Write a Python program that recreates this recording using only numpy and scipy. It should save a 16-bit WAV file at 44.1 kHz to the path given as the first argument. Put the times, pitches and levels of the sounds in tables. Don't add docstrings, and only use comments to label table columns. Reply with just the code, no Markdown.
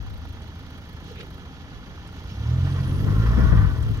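import sys
import numpy as np
from scipy import signal
from scipy.fft import rfft, irfft
from scipy.io import wavfile
from scipy.ndimage import uniform_filter1d, minimum_filter1d

SR = 44100
rng = np.random.default_rng(int(sys.argv[2]) if len(sys.argv) > 2 else 0)


def wrap_up_sound(samples):
    columns = np.atleast_2d(samples).T
    tamed = np.clip(columns, -1, 1)
    steps = np.round(tamed * 32767).astype(np.int16)
    wavfile.write(sys.argv[1], SR, steps)


N = 176400
TIME = np.arange(N) / SR
FREQS = np.maximum(np.arange(N // 2 + 1) * SR / N, 1)

# (frequency [Hz], left minus right [dB], likeness [0-1])
STEREO_PICTURE = [(60, -1.5, 1), (300, -0.5, 0.97), (694, -1, 0.95), (1350, -1.5, 0.74), (2390, -2, 0.51),
                  (4070, -10.5, 0.43), (6700, -1.5, 0.17), (9300, -10, 0.04), (15000, -6, 0.94)]


def exhaust(speed, cycle, waver_db=2):
    # (time [s], level [dB])
    load = [(0, -41.5), (.4, -39.5), (.75, -44.5), (1.15, -44.5), (1.9, -52.5), (2.18, -42.5), (2.32, -38),
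            (2.5, -24), (2.65, -20.5), (2.88, -28), (3.15, -18.5), (3.28, -22), (3.45, -25), (3.63, -17),
            (3.77, -32), (3.88, -25.5), (4, -33)]
    # (frequency [Hz], gain [dB])
    pipe = [(25, -29), (42, -23), (57, 2.5), (80, 2.5), (110, 2.5), (135, -1), (160, -8.5), (182, -10),
            (215, -7), (280, -10), (450, -33)]
    # (multiple of the firing rate, level [dB])
    puff_tones = [(1, 0.5), (2, -1), (3, 0.5), (4, -7), (5, -18), (6, -35), (7, -14.5), (8, -27),
                  (9, -25.5), (10, -9.5)]
    puffs = 0
    for multiple, db in puff_tones:
        level = from_db(db + at_hz(pipe, multiple * speed) + waver_db * drift(20.4))
        puffs = puffs + level * np.cos(2 * np.pi * multiple * cycle)
    strength = uniform_filter1d(per_firing(cycle + .5, spread_db=1.76), size=300)
    return puffs * strength * from_db(in_time(load))


def rumble(cycle, throb=0.13):
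    # (frequency [Hz], relative level [dB])
    spectrum = [(20, -10), (50, 3), (110, 0.5), (160, -1), (220, -4.5), (285, -5), (330, -12.5), (390, -13),
                (480, -15), (700, -27.5), (1500, -48.5)]
    # (time [s], level [dB])
    levels = [(0, -44), (.7, -42.5), (1.3, -42.5), (2.2, -42), (2.6, -34.5), (3.1, -28), (3.45, -28.5),
              (3.8, -32.5), (4, -35.5)]
    pulsing = 1 + throb * np.cos(2 * np.pi * cycle)
    return wide_noise(at_hz(spectrum, FREQS)) * from_db(in_time(levels)) * pulsing


def clatter(speed, cycle, level_db=-47.5):
    # (frequency [Hz], relative level [dB])
    spectrum = [(150, 10), (280, -5.5), (450, 3), (600, -3), (900, 3.5), (1350, -5), (2000, -3),
                (2600, -15.5), (4500, -19), (6500, -28), (8000, -55.5)]
    knocks = .17
    for offset, share in ((0.44, 1), (0.887, .6)):
        strength = share * per_firing(cycle - offset, spread_db=3.5)
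        knocks = knocks + strength * pulse(cycle - offset, speed, rise_s=0.0046, decay_s=0.0075)
    return from_db(level_db) * unit_level(knocks) * bay_noise(spectrum)


def fan(speed, cycle, lag_s=0.075, db_per_octave=21.5, flutter_db=2.5, throb=0.06):
    # (frequency [Hz], relative level [dB])
    spectrum = [(200, -45), (380, -0.5), (560, -9), (800, -3), (1050, 5.5), (1500, 2), (1850, -1),
                (2500, -12.5), (3500, -17.5), (7000, -48)]
    # (frequency [Hz], width [Hz], boost [dB])
    shroud = [(374, 8.3, -7), (645, 8, 23.5), (1021, 15, 6.5), (1146, 80, 1.5), (1499, 23, 3.5),
              (1444, 97, 2.5), (1765, 42, 6), (1700, 26, -4)]
    octaves = np.log2(np.interp(TIME - lag_s, TIME, speed) / 60.8)
    level = from_db(-36 + db_per_octave * octaves + flutter_db * drift(27))
    pulsing = 1 + throb * np.cos(2 * np.pi * cycle)
    return level * pulsing * wide_noise(at_hz(spectrum, FREQS) + resonance_db(shroud))


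def whine(lower_ratio=0.78, lower_db=-1, width_hz=17):
    # (time [s], pitch [Hz], level [dB])
    course = [(2.9, 1250, -74), (3.15, 1370, -43.5), (3.33, 1400, -56), (3.46, 1440, -35.5),
              (3.56, 1500, -46.5), (3.7, 1510, -44), (3.82, 1430, -66), (4, 1350, -51.5)]
    hz = in_time(course)
    tones = wavering_tone(hz, width_hz) + from_db(lower_db) * wavering_tone(hz * lower_ratio, width_hz)
    return from_db(in_time(course, column=2)) * tones * (TIME > course[0][0])


def hiss(flutter_db=1.46):
    # (frequency [Hz], relative level [dB])
    spectrum = [(500, -30.5), (1500, 1), (2550, 1), (3100, 5.5), (4000, -1), (5000, -3), (6400, -3),
                (7100, -11.5), (7900, -30), (12000, -19), (16000, -37)]
    # (time [s], level [dB])
    levels = [(0, -55), (.9, -54.5), (1.12, -53.5), (1.5, -55), (2.1, -53), (2.6, -49), (3.1, -49.5),
              (3.45, -48), (3.8, -53), (4, -52)]
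    return from_db(in_time(levels) + flutter_db * drift(40)) * bay_noise(spectrum)


def block_ring(speed, cycle, offset=0.486, level_db=-59, pitch_hz=1300, half_width_hz=250):
    knocks = pulse(cycle - offset, speed, rise_s=.003, decay_s=.005)
    knocks *= per_firing(cycle - offset, spread_db=0.5)
    band_db = -20 * np.log10(1 + ((FREQS - pitch_hz) / half_width_hz) ** 2)
    return from_db(level_db) * unit_level(knocks) * wide_noise(band_db)


def injectors(speed, cycle, offset=.38):
    # (frequency [Hz], relative level [dB])
    spectrum = [(2000, 3), (4000, 14), (6300, -10.5), (7800, -4), (10000, -2), (12700, 3.5), (14000, -1),
                (15500, 6.5)]
    # (time [s], level [dB])
    levels = [(0, -62), (1.35, -60.5), (1.6, -88), (2, -74), (2.2, -59.5), (3, -77), (4, -56)]
    ticks = pulse(cycle - offset, speed, rise_s=.006, decay_s=.0045)
    ticks *= per_firing(cycle - offset, spread_db=4.5)
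    softened = unit_level(uniform_filter1d(ticks, size=260))
    return from_db(in_time(levels)) * softened * wide_noise(at_hz(spectrum, FREQS))


def turbo(flutter_db=1.5):
    # (time [s], pitch [Hz], level [dB])
    course = [(2.18, 5100, -90), (2.25, 5180, -66), (2.37, 5550, -66), (2.47, 6550, -73), (2.6, 7650, -74),
              (2.72, 8720, -64), (2.85, 9700, -62), (2.94, 10430, -58), (3.0, 11250, -65),
              (3.1, 12550, -72), (3.27, 14350, -68), (3.42, 15600, -80)]
    level = from_db(in_time(course, column=2) + flutter_db * drift(25))
    sounding = (TIME > course[0][0]) & (TIME < course[-1][0])
    return level * wavering_tone(in_time(course), width_hz=56) * sounding


def sand(grain_db=7):
    # (frequency [Hz], relative level [dB])
    spectrum = [(1500, -9), (5500, 46), (7500, -8), (9000, 10), (12000, 13), (13500, -39), (16000, 0)]
    # (time [s], level [dB])
    levels = [(0, -92), (2.1, -124), (2.5, -71), (2.95, -76), (3.4, -60.5), (3.62, -70.5), (3.75, -70),
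              (4, -72)]
    return from_db(in_time(levels) + grain_db * drift(500)) * wide_noise(at_hz(spectrum, FREQS))


def grit():
    # (time [s], level [dB], half length [s], pitch [Hz], half width [octaves])
    crunches = [(0.422, -59, 0.0018, 6000, .7), (1.09, -58, 0.033, 4000, 0.69),
                (1.113, -44, 0.012, 456, 0.12), (1.194, -47, 0.031, 2500, 0.5),
                (1.209, -39.5, 0.0055, 2260, 0.86), (1.212, -42, 0.023, 427, 0.37),
                (2.077, -57, 0.0037, 5950, 1), (2.17, -66, .006, 7040, .1), (3.828, -52.5, .003, 7260, 0.5),
                (3.975, -55, 0.0015, 7100, 0.21)]
    sound = 0
    for at_s, db, half_s, hz, octaves in crunches:
        band_db = -20 * np.log10(1 + (np.log2(FREQS / hz) / octaves) ** 4)
        sound = sound + swell(at_s, db, half_s) * wide_noise(band_db)
    return sound


def wind(breeze_db=-51, right_gust_db=-13):
    # (frequency [Hz], relative level [dB])
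    spectrum = [(15, -15), (35, 1.5), (62, 11), (100, 3), (160, -11.5), (300, -24.5), (600, -37),
                (1500, -69)]
    # (time [s], level [dB])
    gust_levels = [(0, -29.5), (.15, -33.5), (.45, -48.5), (.8, -72), (.95, -52), (2.05, -46), (2.3, -70),
                   (2.6, -36), (2.75, -39), (2.95, -27), (3.25, -24.5), (3.45, -16), (3.62, -13.5),
                   (3.75, -25.5), (3.9, -19), (4, -29)]
    # (time [s], level [dB], half length [s])
    hits = [(3.07, -20, 0.047), (3.395, -8, 0.013), (3.446, -11.5, 0.011), (3.534, -8.5, 0.013),
            (3.91, -24.5, .02)]
    # (frequency [Hz], relative level [dB])
    hit_spectrum = [(15, -19), (40, -14), (62, 2), (90, -9), (135, -6.5), (220, -16.5), (400, -25),
                    (800, -39.5), (2000, -76)]
    gust, breeze = from_db(in_time(gust_levels)), from_db(breeze_db)
    buffets = sum(swell(*hit) for hit in hits) * eddies(hit_spectrum)
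    left = np.hypot(gust, breeze) * eddies(spectrum) + buffets
    right = np.hypot(from_db(right_gust_db) * gust, breeze) * eddies(spectrum)
    return np.array([left, right])


def eddies(spectrum, evenness=0.59):
    swirl = noise(at_hz(spectrum, FREQS))
    power = uniform_filter1d(uniform_filter1d(swirl ** 2, size=1300), size=900) + 1e-9
    return unit_level(swirl / power ** (evenness / 2))


def bay_noise(spectrum):
    # (frequency [Hz], width [Hz], boost [dB])
    bay = [(183, 13, 9), (255, 20, 9.5), (633, 34, 6), (795, 11, 9.5), (1057, 52, -3), (1270, 60, 9),
           (1407, 92, 6.5), (1743, 37, 7), (2090, 46, 4.5), (2347, 29, 7.5), (2600, 80, 1.5),
           (3020, 630, 2.5), (4340, 90, 3), (4750, 140, 5), (5060, 38, 5.5)]
    return wide_noise(at_hz(spectrum, FREQS) + resonance_db(bay))


def resonance_db(resonances, ripple_db=3.35, ripple_step_hz=60.6):
    grid = np.arange(0, SR / 2, ripple_step_hz)
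    ripple = np.interp(FREQS, grid, rng.standard_normal(size=2000)[:len(grid)])
    treble = FREQS ** 2 / (FREQS ** 2 + 1500 ** 2)
    peaks = sum(db / (1 + (2 * (FREQS - hz) / width) ** 2) for hz, width, db in resonances)
    return ripple_db * ripple * treble + peaks


def from_right(sound, left_lag_s=0.00016):
    half_db = at_hz(STEREO_PICTURE, FREQS) / 2
    delay = np.exp(-2j * np.pi * FREQS * left_lag_s)
    return irfft(rfft(sound) * np.array([from_db(half_db) * delay, from_db(-half_db)]), N)


def per_firing(cycle, spread_db):
    return from_db(spread_db * (2 * rng.random(size=256) - 1))[np.floor(cycle).astype(int)]


def pulse(cycle, speed, rise_s, decay_s):
    age_s = cycle % 1 / speed
    return (1 - np.exp(-age_s / rise_s)) ** 2 * np.exp(-age_s / decay_s)


def swell(at_s, db, half_s):
    return from_db(db) * np.exp(-.5 * ((TIME - at_s) / half_s) ** 2)


def wavering_tone(hz, width_hz):
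    phase = 2 * np.pi * np.cumsum(hz) / SR
    return unit_level((1 + drift(width_hz)) * np.sin(phase) + drift(width_hz) * np.cos(phase))


def wide_noise(shape_db):
    alike = at_hz(STEREO_PICTURE, FREQS, column=2)
    white = rfft(rng.standard_normal((3, N)))
    blend = np.sqrt(alike) * white[0] + np.sqrt(1 - alike) * white[1:]
    return unit_level(irfft(blend * from_db(shape_db), N))


def noise(shape_db):
    return unit_level(irfft(rfft(rng.standard_normal(N)) * from_db(shape_db), N))


def drift(rate_hz):
    return noise(-20 * np.log10(1 + (FREQS / rate_hz) ** 2))


def in_time(rows, column=1):
    rows = np.array(rows)
    return np.interp(TIME, rows[:, 0], rows[:, column])


def at_hz(rows, hz, column=1):
    rows = np.array(rows)
    return np.interp(np.log(hz), np.log(rows[:, 0]), rows[:, column])


def from_db(db):
    return 10 ** (np.asarray(db) / 20)


def unit_level(x):
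    return x / np.sqrt(np.mean(x ** 2) + 1e-20)


def scene():
    # (time [s], firing rate [Hz])
    revs = [(0.0, 26.47), (1.3, 26.71), (2.0, 26.89), (2.22, 26.41), (2.35, 32.91), (2.5, 40.08),
            (2.63, 45.01), (2.75, 45.41), (2.87, 43.49), (3.0, 48.19), (3.15, 52.83), (3.3, 58.66),
            (3.45, 62.39), (3.55, 57.25), (3.65, 48.47), (3.78, 38.6), (3.88, 37.0), (4.0, 35.0)]
    speed = in_time(revs)
    cycle = -.17 + np.cumsum(speed) / SR
    engine = exhaust(speed, cycle) + rumble(cycle) + clatter(speed, cycle) + injectors(speed, cycle)
    engine += fan(speed, cycle) + hiss() + turbo()
    car = engine + whine() + sand() + grit() + block_ring(speed, cycle)
    to_edge_s = np.minimum(TIME, TIME[::-1])
    fade = np.sin(np.pi / 2 * np.minimum(1, to_edge_s / .004)) ** 2
    return from_right(fade * car) + fade * wind()


def record(dry, ceiling=.98, hold_s=.03, cutoff_hz=15750):
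    hold = int(hold_s * SR)
    peak = np.abs(dry).max(axis=0) + 1e-9
    gain = minimum_filter1d(np.minimum(1, ceiling / peak), size=hold)
    gain = uniform_filter1d(uniform_filter1d(gain, size=hold // 2), size=hold // 2)
    treble_cut = signal.ellip(12, .1, 80, cutoff_hz, fs=SR, output="sos")
    return signal.sosfilt(treble_cut, dry * gain)


dry = scene()
out = record(dry)
wrap_up_sound(out)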